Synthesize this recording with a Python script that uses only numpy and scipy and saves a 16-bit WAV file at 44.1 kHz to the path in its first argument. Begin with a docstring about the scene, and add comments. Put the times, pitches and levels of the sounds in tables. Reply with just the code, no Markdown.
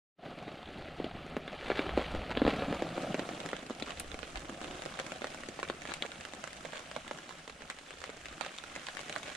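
"""Steady rain on the taut fabric of a small hunting blind in the woods, heard from inside.
It fades in mono and dull: fine rain patters, big drips from the trees thump and slap the roof.
Around 2 s a gust heaves the walls and shakes down a shower of drips. Near 3 s the sound opens out
wide and bright, and lesser drips follow. At 4 s one sharp tap sounds close by; the drumming eases."""
import sys
import numpy as np
from scipy import signal
from scipy.fft import rfft, irfft, next_fast_len
from scipy.io import wavfile
from scipy.ndimage import uniform_filter1d, map_coordinates

SR = 44100
rng = np.random.default_rng(int(sys.argv[2]) if len(sys.argv) > 2 else 0)


def materialize(psi):
    """Save the field psi as 16-bit PCM at rate SR to the path in sys.argv[1].

    A 1-D psi becomes a single channel; in a 2-D psi each row is a channel.
    """
    bounded = np.clip(np.atleast_2d(psi).T, -1, 1)
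    quanta = np.round(bounded * 32767).astype(np.int16)
    wavfile.write(sys.argv[1], SR, quanta)


N = 412776


def amp(db):
    """Decibels to gain."""
    return 10 ** (np.asarray(db) / 20)


def unit_rms(x):
    """Scale to rms 1."""
    return x / np.sqrt(np.mean(x ** 2) + 1e-20)


def at_hz(points, hz):
    """Interpolate (f/Hz, value) points on a log axis."""
    f, values = np.transpose(points)
    return np.interp(np.log(hz + 1), np.log(f), values)


def curves(rows):
    """Per-sample curve for each column after t/s."""
    t_s, *columns = np.transpose(rows)
    return [np.interp(np.arange(N) / SR, t_s, column) for column in columns]


def wobble(rate_hz):
    """Smooth random curve, rate_hz knots a second."""
    knots = rng.standard_normal(int(N * rate_hz / SR) + 4)
    return map_coordinates(knots, [np.arange(N) * rate_hz / SR])


def filtered(x, response):
    """Apply a complex frequency response."""
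    size = next_fast_len(N + SR // 2)
    return irfft(rfft(x, size) * response(np.fft.rfftfreq(size, 1 / SR)), size)[..., :N]


def left_right(mid, side):
    """Mid/side to stereo."""
    return np.array([mid + side, mid - side])


# diffuse sound, left-right likeness: f/Hz, coherence
COHERENCE = [(100, 0.58), (290, 0.49), (640, 0.39), (1400, 0.033), (3100, 0.47), (6800, 0.016)]
def diffuse_noise(spectrum, patchy_db):
    """Stereo noise of rms 1 with patches of random gain, most coherent in the bass."""
    def response(hz):
        angle = np.arccos(np.clip(at_hz(COHERENCE, hz), -1, 1)) / 2
        return amp(at_hz(spectrum, hz)) * np.array([np.cos(angle), np.sin(angle)])
    bins = signal.stft(rng.standard_normal((2, N)), nperseg=256)[2]
    patches = uniform_filter1d(rng.standard_normal(bins.shape[1:]), size=12, axis=0)
    patches = uniform_filter1d(patches, size=5, axis=1)
    pair = signal.istft(bins * amp(patchy_db * unit_rms(patches)), nperseg=256)[1][:, :N]
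    return unit_rms(left_right(*filtered(pair, response)))


# rain strength: t/s, drumming level/dB, patter level/dB
RAIN_LEVELS = [(0.38, -47.5, -51.5), (0.43, -49.5, -51.5), (0.98, -47.5, -50), (1.4, -49, -50.5),
               (1.85, -41, -43), (2.3, -43.5, -46), (2.55, -36.5, -42.5), (3.25, -43, -47.5),
               (3.63, -51.5, -50.5), (4.35, -51, -51), (4.65, -48, -50.5), (5.13, -49.5, -48.5),
               (5.4, -52.5, -51.5), (6.9, -54.5, -50.5), (7.65, -58, -54), (8.9, -56, -48.5),
               (9.12, -52, -48), (9.35, -58.5, -48.5)]
# roof drumming: f/Hz, level/dB
ROOF_SPECTRUM = [(70, -13.5), (115, -6), (160, 4), (205, 0), (290, -2.5), (440, -8.5), (570, -3.5),
                 (730, 1), (940, -17), (1300, -5.5), (2000, -42)]
# leaf hiss: f/Hz, level/dB
LEAF_SPECTRUM = [(500, -20), (800, -7), (1000, -10), (1400, -4), (1950, -6.5), (2900, -6), (4400, -13.5),
                 (5600, -6.5), (7200, -6), (9700, -11.5), (11300, -29), (14400, -35), (16000, -64)]
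def rain_wash():
    """Countless far drops merge into a drumming on the roof and a hiss in the leaves."""
    drum_db, patter_db = curves(RAIN_LEVELS)
    roof = amp(drum_db - 1.5 + 0.97 * wobble(12)) * diffuse_noise(ROOF_SPECTRUM, patchy_db=3.0)
    leaves = amp(patter_db - 0.6 + 0.79 * wobble(10)) * diffuse_noise(LEAF_SPECTRUM, patchy_db=1.5)
    return roof + leaves * amp([[-.6], [.6]])


def impact_axes(size=384):
    """Axes of one impact: t/s (zero a quarter of the way in), f/Hz."""
    return (np.arange(size) - size // 4) / SR, np.fft.rfftfreq(size, 1 / SR)


def unit_impact(shapes):
    """Scale each impact to the energy of 5 ms at rms 1."""
    return shapes / np.sqrt(np.sum(shapes ** 2, -1, keepdims=True) / (.005 * SR) + 1e-20)


def thump(hz, decay_cycles, stereo_skew):
    """Cloth is pushed in and springs back at its local pitch, left and right a little out of step."""
    t, _ = impact_axes()
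    cycles = hz[:, None] * t
    age = np.maximum(cycles / decay_cycles + 2, 0)
    start, skew = rng.standard_normal((len(hz), 2)).T[:, :, None]
    shift_rad = stereo_skew * np.tanh(2 * skew) * (hz[:, None] / 500) ** 2.46
    phase_rad = 2 * np.pi * cycles + start / 2 + np.array([shift_rad, -shift_rad])
    swing = age ** 2 * np.exp(-age) * np.sin(phase_rad) * signal.windows.tukey(len(t), .3)
    return unit_impact(np.gradient(swing, axis=-1))  # air follows the cloth's speed


def burst(count, colour, decay_s, lead_s, coherence, snap=0.78):
    """Water bursts on impact: one clean snap, then a short crackle, partly different left and right."""
    t, hz = impact_axes()
    noise = rng.standard_normal((count, 3, len(t))).transpose(1, 0, 2)
    pair = np.sqrt(coherence) * noise[0] + np.sqrt(1 - coherence) * noise[1:]
    envelope = (t > -lead_s) * np.exp(-np.maximum(t + lead_s, 0) / decay_s)
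    contact = np.arange(len(t)) == np.argmax(envelope)
    force = pair * envelope / np.linalg.norm(envelope) - snap * contact
    return unit_impact(irfft(rfft(force) * colour(hz)))


def slap_colour(centre_hz, width_oct, edge_hz=4300, ring_hz=3700, ring_db=3):
    """Broad hump at each drop's pitch; taut cloth adds a bright ring just below the roll-off."""
    def colour(hz):
        offset = np.log2((hz + 1) / centre_hz[:, None]) / width_oct
        hump = 1 / (1 + np.where(offset < 0, 2 * offset ** 4, 1.08 * offset ** 2))
        ring = amp(ring_db * np.exp(-((hz - ring_hz) / 600) ** 2))
        return hump * ring / np.sqrt(1 + (hz / edge_hz) ** 12)
    return colour


# fine spray: f/Hz, level/dB
SPRAY_SPECTRUM = [(1500, -9), (4000, -11), (7000, 1), (9800, -12), (11200, -26.5), (14500, -35),
                  (17000, -50)]
def spray_colour(hz):
    """Bright spectrum of the spray a drop throws off."""
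    return amp(at_hz(SPRAY_SPECTRUM, hz))


def place(t_s, shapes, pan_db):
    """Lay impacts in stereo with a tiny random left-right lag; pan_db is left over right."""
    t, _ = impact_axes()
    lag_s = rng.normal(0, .00006, len(t_s))
    channels = []
    for side, shape in zip((1, -1), shapes):
        gain = np.sqrt(2 / (1 + amp(-2 * side * pan_db)))
        onset = np.round((t_s + side * lag_s) * SR)
        index = np.clip(onset[:, None] + np.round(t * SR), 0, N).astype(int)
        channels.append(np.bincount(index.ravel(), (shape * gain[:, None]).ravel(), N + 1)[:N])
    return np.array(channels)


def patter(count=1500):
    """Small drops land at random: most are faint, a few near, and heavier rain hits harder."""
    t_s = rng.uniform(0, (N - 1) / SR, count)
    drum_db, patter_db = (db[(t_s * SR).astype(int)] for db in curves(RAIN_LEVELS))
    size_db = 3.43 * np.minimum(rng.exponential(size=count), 2.6)
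    pitch, softness, wetness, position = rng.standard_normal((4, count))
    ratio = np.exp(.35 * pitch)
    thumps = thump(420 * ratio, decay_cycles=0.37, stereo_skew=0.69)
    slaps = burst(count, slap_colour(1750 * ratio, width_oct=0.47),
                  decay_s=0.0011, lead_s=0.001, coherence=0.26, snap=0.42)
    spray = burst(count, spray_colour, decay_s=0.00087, lead_s=0.00091, coherence=0.1, snap=0.24)
    thumps *= amp(drum_db + size_db + 1.6 * softness - 9)[:, None]
    slaps *= amp(patter_db + size_db - 10.5)[:, None]
    spray *= amp(patter_db + size_db + 5.4 * wetness - 14)[:, None]
    return place(t_s, thumps, 1.9 * position - 1.5) + place(t_s, slaps + spray, 4 * position - 2.2)


# modes of the fabric panels and enclosed air: f/Hz, bandwidth/Hz, level/dB
PANEL_MODES = [(70, 39, -2), (115, 38, -16), (175, 30, 9), (215, 42, 4.5), (274, 38, -7.5), (368, 75, -15),
               (520, 135, 0.5), (633, 15, 7.5)]
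def blind_resonance(hits, ring_delay_s=0.00339):
    """The panels ring briefly after each hit; the little cloth room adds a very short tail."""
    def panels(hz):
        modes = sum(amp(db) * 1j * hz * width_hz / (mode_hz ** 2 - hz ** 2 + 1j * hz * width_hz)
                    for mode_hz, width_hz, db in PANEL_MODES)
        return modes * np.exp(-2j * np.pi * hz * ring_delay_s)
    ring = filtered(hits.mean(0), panels)
    t = np.arange(SR // 8) / SR
    decay = (amp(-60 * t / 0.047) + 0.11 * amp(-60 * t / 0.28)) * (t > .0015)
    tail = np.zeros((2, N + len(t)))
    for block in np.array_split(np.arange(N), 24):  # new landing spots, new reflections
        echo = rng.standard_normal((2, len(t))) * decay
        echo /= np.linalg.norm(echo, axis=1, keepdims=True)
        wet = signal.fftconvolve(hits[:, block], echo, axes=1)
        tail[:, block[0]:block[0] + wet.shape[1]] += wet
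    left, right = tail[:, :N]
    side = filtered((left - right) / 2, lambda hz: np.sqrt(1 - at_hz(COHERENCE, hz)))
    return hits + amp(-8.5) * ring + amp(-5.5) * left_right((left + right) / 2, side)


def drip_impacts(t_s, thump_db, thump_hz, slap_db, slap_hz, spray_db, pan_db):
    """Each drip thumps the cloth, slaps flat and throws off a fine spray."""
    thumps = thump(thump_hz, decay_cycles=0.2, stereo_skew=1.0)
    slaps = burst(len(t_s), slap_colour(slap_hz, width_oct=0.76),
                  decay_s=0.0011, lead_s=0.0007, coherence=0.53, snap=0.7)
    spray = burst(len(t_s), spray_colour, decay_s=0.0012, lead_s=0.0011, coherence=0.055, snap=0.37)
    thumps *= amp(thump_db)[:, None]
    slaps *= amp(slap_db)[:, None]
    spray *= amp(spray_db)[:, None]
    return place(t_s, thumps + slaps + spray, pan_db)


def droplets(t_s, slap_db, pan_db, count=5):
    """A drip breaks up as it lands: small droplets fall around it, most just after."""
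    delay, size, pitch = rng.standard_normal((len(t_s) * count, 3)).T
    landing_s = np.repeat(t_s, count) + .01 + .011 * delay
    gain = amp(np.repeat(slap_db, count) - 16 + 0.95 * size)
    ticks = burst(len(landing_s), slap_colour(1800 * np.exp(0.74 * pitch), width_oct=0.36),
                  decay_s=0.0017, lead_s=0.000846, coherence=0.67)
    return place(landing_s, gain[:, None] * ticks, np.repeat(pan_db, count))


# drips on the roof: t/s, thump level/dB, thump f/Hz, slap level/dB, slap f/Hz, spray level/dB, pan/dB
BIG_DRIPS = [(0.4804, -39, 335, -43.5, 1550, -52, -11), (1.002, -32.5, 295, -62, 1450, -54, 6),
             (1.0446, -32.5, 277, -40, 2050, -43, -5), (1.368, -30, 316, -39.5, 1450, -38, 11),
             (1.4794, -42, 317, -38.5, 1850, -44, 2), (1.7027, -26, 400, -33, 1600, -39.5, 0),
             (1.7179, -31, 310, -33.5, 1550, -46, -7), (1.7937, -26.5, 290, -31.5, 2100, -49, 7),
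             (1.8937, -37, 380, -37, 1450, -46, 0), (1.9766, -22, 306, -37.5, 1800, -38, -5),
             (1.9954, -31, 358, -41, 1900, -51, -2), (2.1502, -35, 357, -38, 1350, -40, 0),
             (2.3738, -29, 282, -32, 1900, -48, 12), (2.4192, -21.5, 269, -35, 1400, -52, 6),
             (2.4518, -24, 274, -35, 1450, -54, -11), (2.4665, -26, 430, -32, 1450, -41, -5),
             (2.4797, -21, 290, -32, 1400, -37, 14), (2.623, -30, 336, -37, 1500, -52, 20),
             (2.7275, -29, 328, -39, 1700, -42, 0), (2.8233, -28.5, 332, -38.5, 1850, -39, 1),
             (2.9803, -31.5, 342, -40, 1450, -54, 5), (3.1451, -29.5, 310, -36, 1800, -40, -1),
             (3.195, -32, 298, -35.5, 2100, -38.5, -5), (3.462, -41, 430, -43, 1500, -39, -1),
             (3.5325, -33.5, 356, -35.5, 1650, -55, -1), (3.7076, -34.5, 255, -46.5, 1300, -51, -1),
             (3.825, -36, 278, -37, 2650, -48, 4), (4.1444, -40.5, 310, -44, 1700, -46, -2),
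             (4.2313, -41, 475, -39, 1600, -51, -26), (4.3581, -39.5, 550, -38.5, 1600, -44, -3),
             (4.861, -36, 387, -46.5, 1500, -56, -4), (4.9917, -39.5, 520, -36.5, 1600, -42, 2),
             (4.9997, -39, 452, -35, 1500, -36, -1), (5.22, -37.5, 410, -39, 1700, -53, -4),
             (5.2446, -34, 404, -36.5, 1600, -43, -2), (5.4883, -38.5, 292, -48, 2250, -40.5, -3),
             (5.5921, -35.5, 470, -48, 1350, -58, -2), (5.6309, -38, 358, -34, 1300, -42, -1.5),
             (5.7003, -32, 338, -34.5, 1450, -44, 0), (5.9197, -42, 415, -37.5, 1300, -49, 3),
             (5.9395, -51, 580, -39, 2600, -33.5, 4), (6.0243, -38, 420, -31.5, 2750, -39, 2),
             (6.052, -38.5, 423, -53, 1500, -55, -10), (6.119, -57, 453, -43, 1800, -48, 1),
             (6.2522, -47.5, 415, -40.5, 1600, -43, -5), (6.441, -39.5, 560, -42, 1750, -40, -6),
             (6.651, -40, 483, -49, 1550, -46, -13), (6.734, -43.5, 580, -42, 1550, -47, -14),
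             (6.9644, -34, 490, -40.5, 1400, -52, -3), (7.1127, -34.5, 470, -40, 1250, -47, -1.5),
             (7.309, -46, 650, -47, 1150, -56, -13), (7.7013, -44, 550, -35.5, 1400, -38, -1),
             (8.041, -47, 480, -40.5, 1750, -41, 0), (8.0943, -43, 332, -46.5, 1550, -56, -3),
             (8.4116, -33, 610, -32, 1300, -36, -12), (8.464, -43, 520, -41, 1400, -44, -2),
             (8.7629, -44, 475, -39, 1650, -43, -1), (8.8869, -45, 484, -38.5, 1500, -46, -1),
             (8.971, -52, 440, -36.5, 1650, -42, 8), (9.0971, -42.5, 459, -40.5, 2100, -40.5, -2),
             (9.163, -36, 550, -35, 1450, -42, -5)]
def big_drips():
    """The biggest drips from the trees stand out from the rain and break into droplets."""
    t_s, thump_db, thump_hz, slap_db, slap_hz, spray_db, pan_db = np.transpose(BIG_DRIPS)
    impacts = drip_impacts(t_s, thump_db, thump_hz, slap_db, slap_hz, spray_db, pan_db)
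    return impacts + droplets(t_s, slap_db, pan_db)


# gusts: peak t/s, level/dB, half length/s
WIND_GUSTS = [(1.05, -55, 0.38), (2.25, -43, 0.42), (4.253, -56.5, 0.38), (5.4, -70, 0.68)]
# heaving walls: f/Hz, level/dB
HEAVE_SPECTRUM = [(15, -3), (32, -9), (60, -0.5), (100, -5.5), (160, -41), (400, -68)]
# slack walls bellying: t/s, level/dB, f/Hz
WALL_BUMPS = [(2.0, -42, 46), (2.2, -45, 43), (2.461, -34, 50), (4.142, -42, 55), (4.372, -41, 37.8)]
def wind(calm_db=-65):
    """Gusts heave the walls with a low, lumpy rumble; a slack wall bellies with a soft bump."""
    t = np.arange(N) / SR
    gusts = sum(amp(db) * np.exp(-((t - peak_s) / half_s) ** 2) for peak_s, db, half_s in WIND_GUSTS)
    strength = (amp(calm_db) + gusts) * amp(-1.5 + 2.8 * wobble(11))
    bumps = np.zeros(N)
    for t_s, db, hz in WALL_BUMPS:
        near = np.abs(t - t_s) < .1
        cycles = (t[near] - t_s) * hz
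        bumps[near] += amp(db) * np.cos(2 * np.pi * cycles) * np.exp(-(cycles / 0.61) ** 2)
    return bumps + strength * diffuse_noise(HEAVE_SPECTRUM, patchy_db=1.0)


def small_drips(t_s, thump_db, slap_db, spray_db, spread_db):
    """Drips that vary by chance in weight, flatness, wetness, pitch and position."""
    weight, flatness, wetness, pitch, position = rng.standard_normal((len(t_s), 5)).T
    ratio = np.exp(0.24 * pitch)
    return drip_impacts(t_s, thump_db=thump_db + spread_db * weight, thump_hz=470 * ratio,
                        slap_db=slap_db + spread_db * flatness, slap_hz=1700 * ratio,
                        spray_db=spray_db + spread_db * wetness, pan_db=4 * position - 3)


# clumps of drips: centre t/s, spread/s, slap level per drip/dB
BRANCH_SHOWERS = [(1.68, 0.028, -46), (1.783, 0.012, -43.5), (2.005, 0.02, -43), (2.345, 0.025, -43),
                  (2.49, 0.02, -42.5), (2.63, 0.037, -49), (3.87, 0.028, -48.5), (4.7, 0.058, -51.5),
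                  (5.04, 0.04, -58), (5.905, 0.022, -49), (6.78, 0.025, -50.5), (8.05, 0.014, -58),
                  (8.455, 0.016, -54.5), (9.29, 0.027, -49.5)]
def branch_showers(count=14):
    """A swaying branch lets go of its water, which spatters on the roof in a short clump."""
    centre_s, spread_s, slap_db = np.repeat(BRANCH_SHOWERS, count, axis=0).T
    t_s = centre_s + spread_s * rng.standard_normal(len(centre_s))
    return small_drips(t_s, thump_db=slap_db - 2, slap_db=slap_db, spray_db=slap_db - 2.5, spread_db=1)


def lesser_drips(count=56, start_s=3.2):
    """Once shaken, the trees keep dripping at loose intervals, harder when the rain is heavier."""
    slots = np.arange(count) + rng.uniform(size=count)
    t_s = np.interp(slots, [0, count], [start_s, (N - 1) / SR])
    drum_db, patter_db = (db[(t_s * SR).astype(int)] for db in curves(RAIN_LEVELS))
    return small_drips(t_s, thump_db=drum_db + 5.5, slap_db=patter_db + 7,
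                       spray_db=patter_db + 5.5, spread_db=1.4)


# sharp tap: f/Hz, level/dB
TAP_SPECTRUM = [(500, -25), (3000, -12.5), (6500, -3), (7500, 5), (10300, -3), (11800, -17), (14500, -19),
                (17000, -38)]
def tap(t_s=3.9988):
    """One hard, bright tick close by."""
    tick = burst(1, lambda hz: amp(at_hz(TAP_SPECTRUM, hz)),
                 decay_s=0.00044, lead_s=0.00033, coherence=0.16, snap=0.54)
    return place(np.array([t_s]), amp(-30.5) * tick, pan_db=np.array([4.0]))


def scene():
    """Rain on the blind, with the woods and the wind behind it."""
    hits = patter() + big_drips() + branch_showers() + lesser_drips() + tap()
    return rain_wash() + blind_resonance(hits) + wind()


# opening out: t/s, dullness/0-1, stereo width/0-1
OPENING_CURVE = [(0, 1, 0), (1.7, 1, 0), (2.45, 1, 0), (2.75, 0.83, 0.31), (3.0, 0.64, 0.53),
                 (3.5, 0.47, 0.77), (4.4, 0.42, 0.84)]
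# bass widens later than treble: f/Hz, exponent on the width
WIDTH_EXPONENTS = [(250, 8), (650, 2), (1400, 1.1), (3000, 1.9), (5500, 0.37)]
# treble loss at full dullness: f/Hz, level/dB
TREBLE_LOSS = [(4450, 0), (5400, -16.5), (7000, -20.5), (9500, -19), (11500, -9), (15000, -11)]
# fade-in: t/s, level/dB
FADE_IN = [(0, -96.5), (.14, -69), (.19, -13), (.25, 1), (.3, 1.5)]
def record(dry, cutoff_hz=15800):
    """Fade in mono and dull, then open to brighter stereo; low-passed throughout."""
    hz, t_s, (left, right) = signal.stft(dry, SR, nperseg=256)
    knots_s, dullness, width = np.transpose(OPENING_CURVE)
    side_gain = np.interp(t_s, knots_s, width) ** at_hz(WIDTH_EXPONENTS, hz)[:, None]
    loss_db = at_hz(TREBLE_LOSS, hz)[:, None] * np.interp(t_s, knots_s, dullness)
    bins = left_right((left + right) / 2, side_gain * (left - right) / 2) * amp(loss_db)
    opened = signal.istft(bins, SR, nperseg=256)[1][:, :N]
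    fade_db, = curves(FADE_IN)
    return filtered(opened * amp(fade_db), lambda hz: hz < cutoff_hz)


dry = scene()
out = record(dry)
materialize(out)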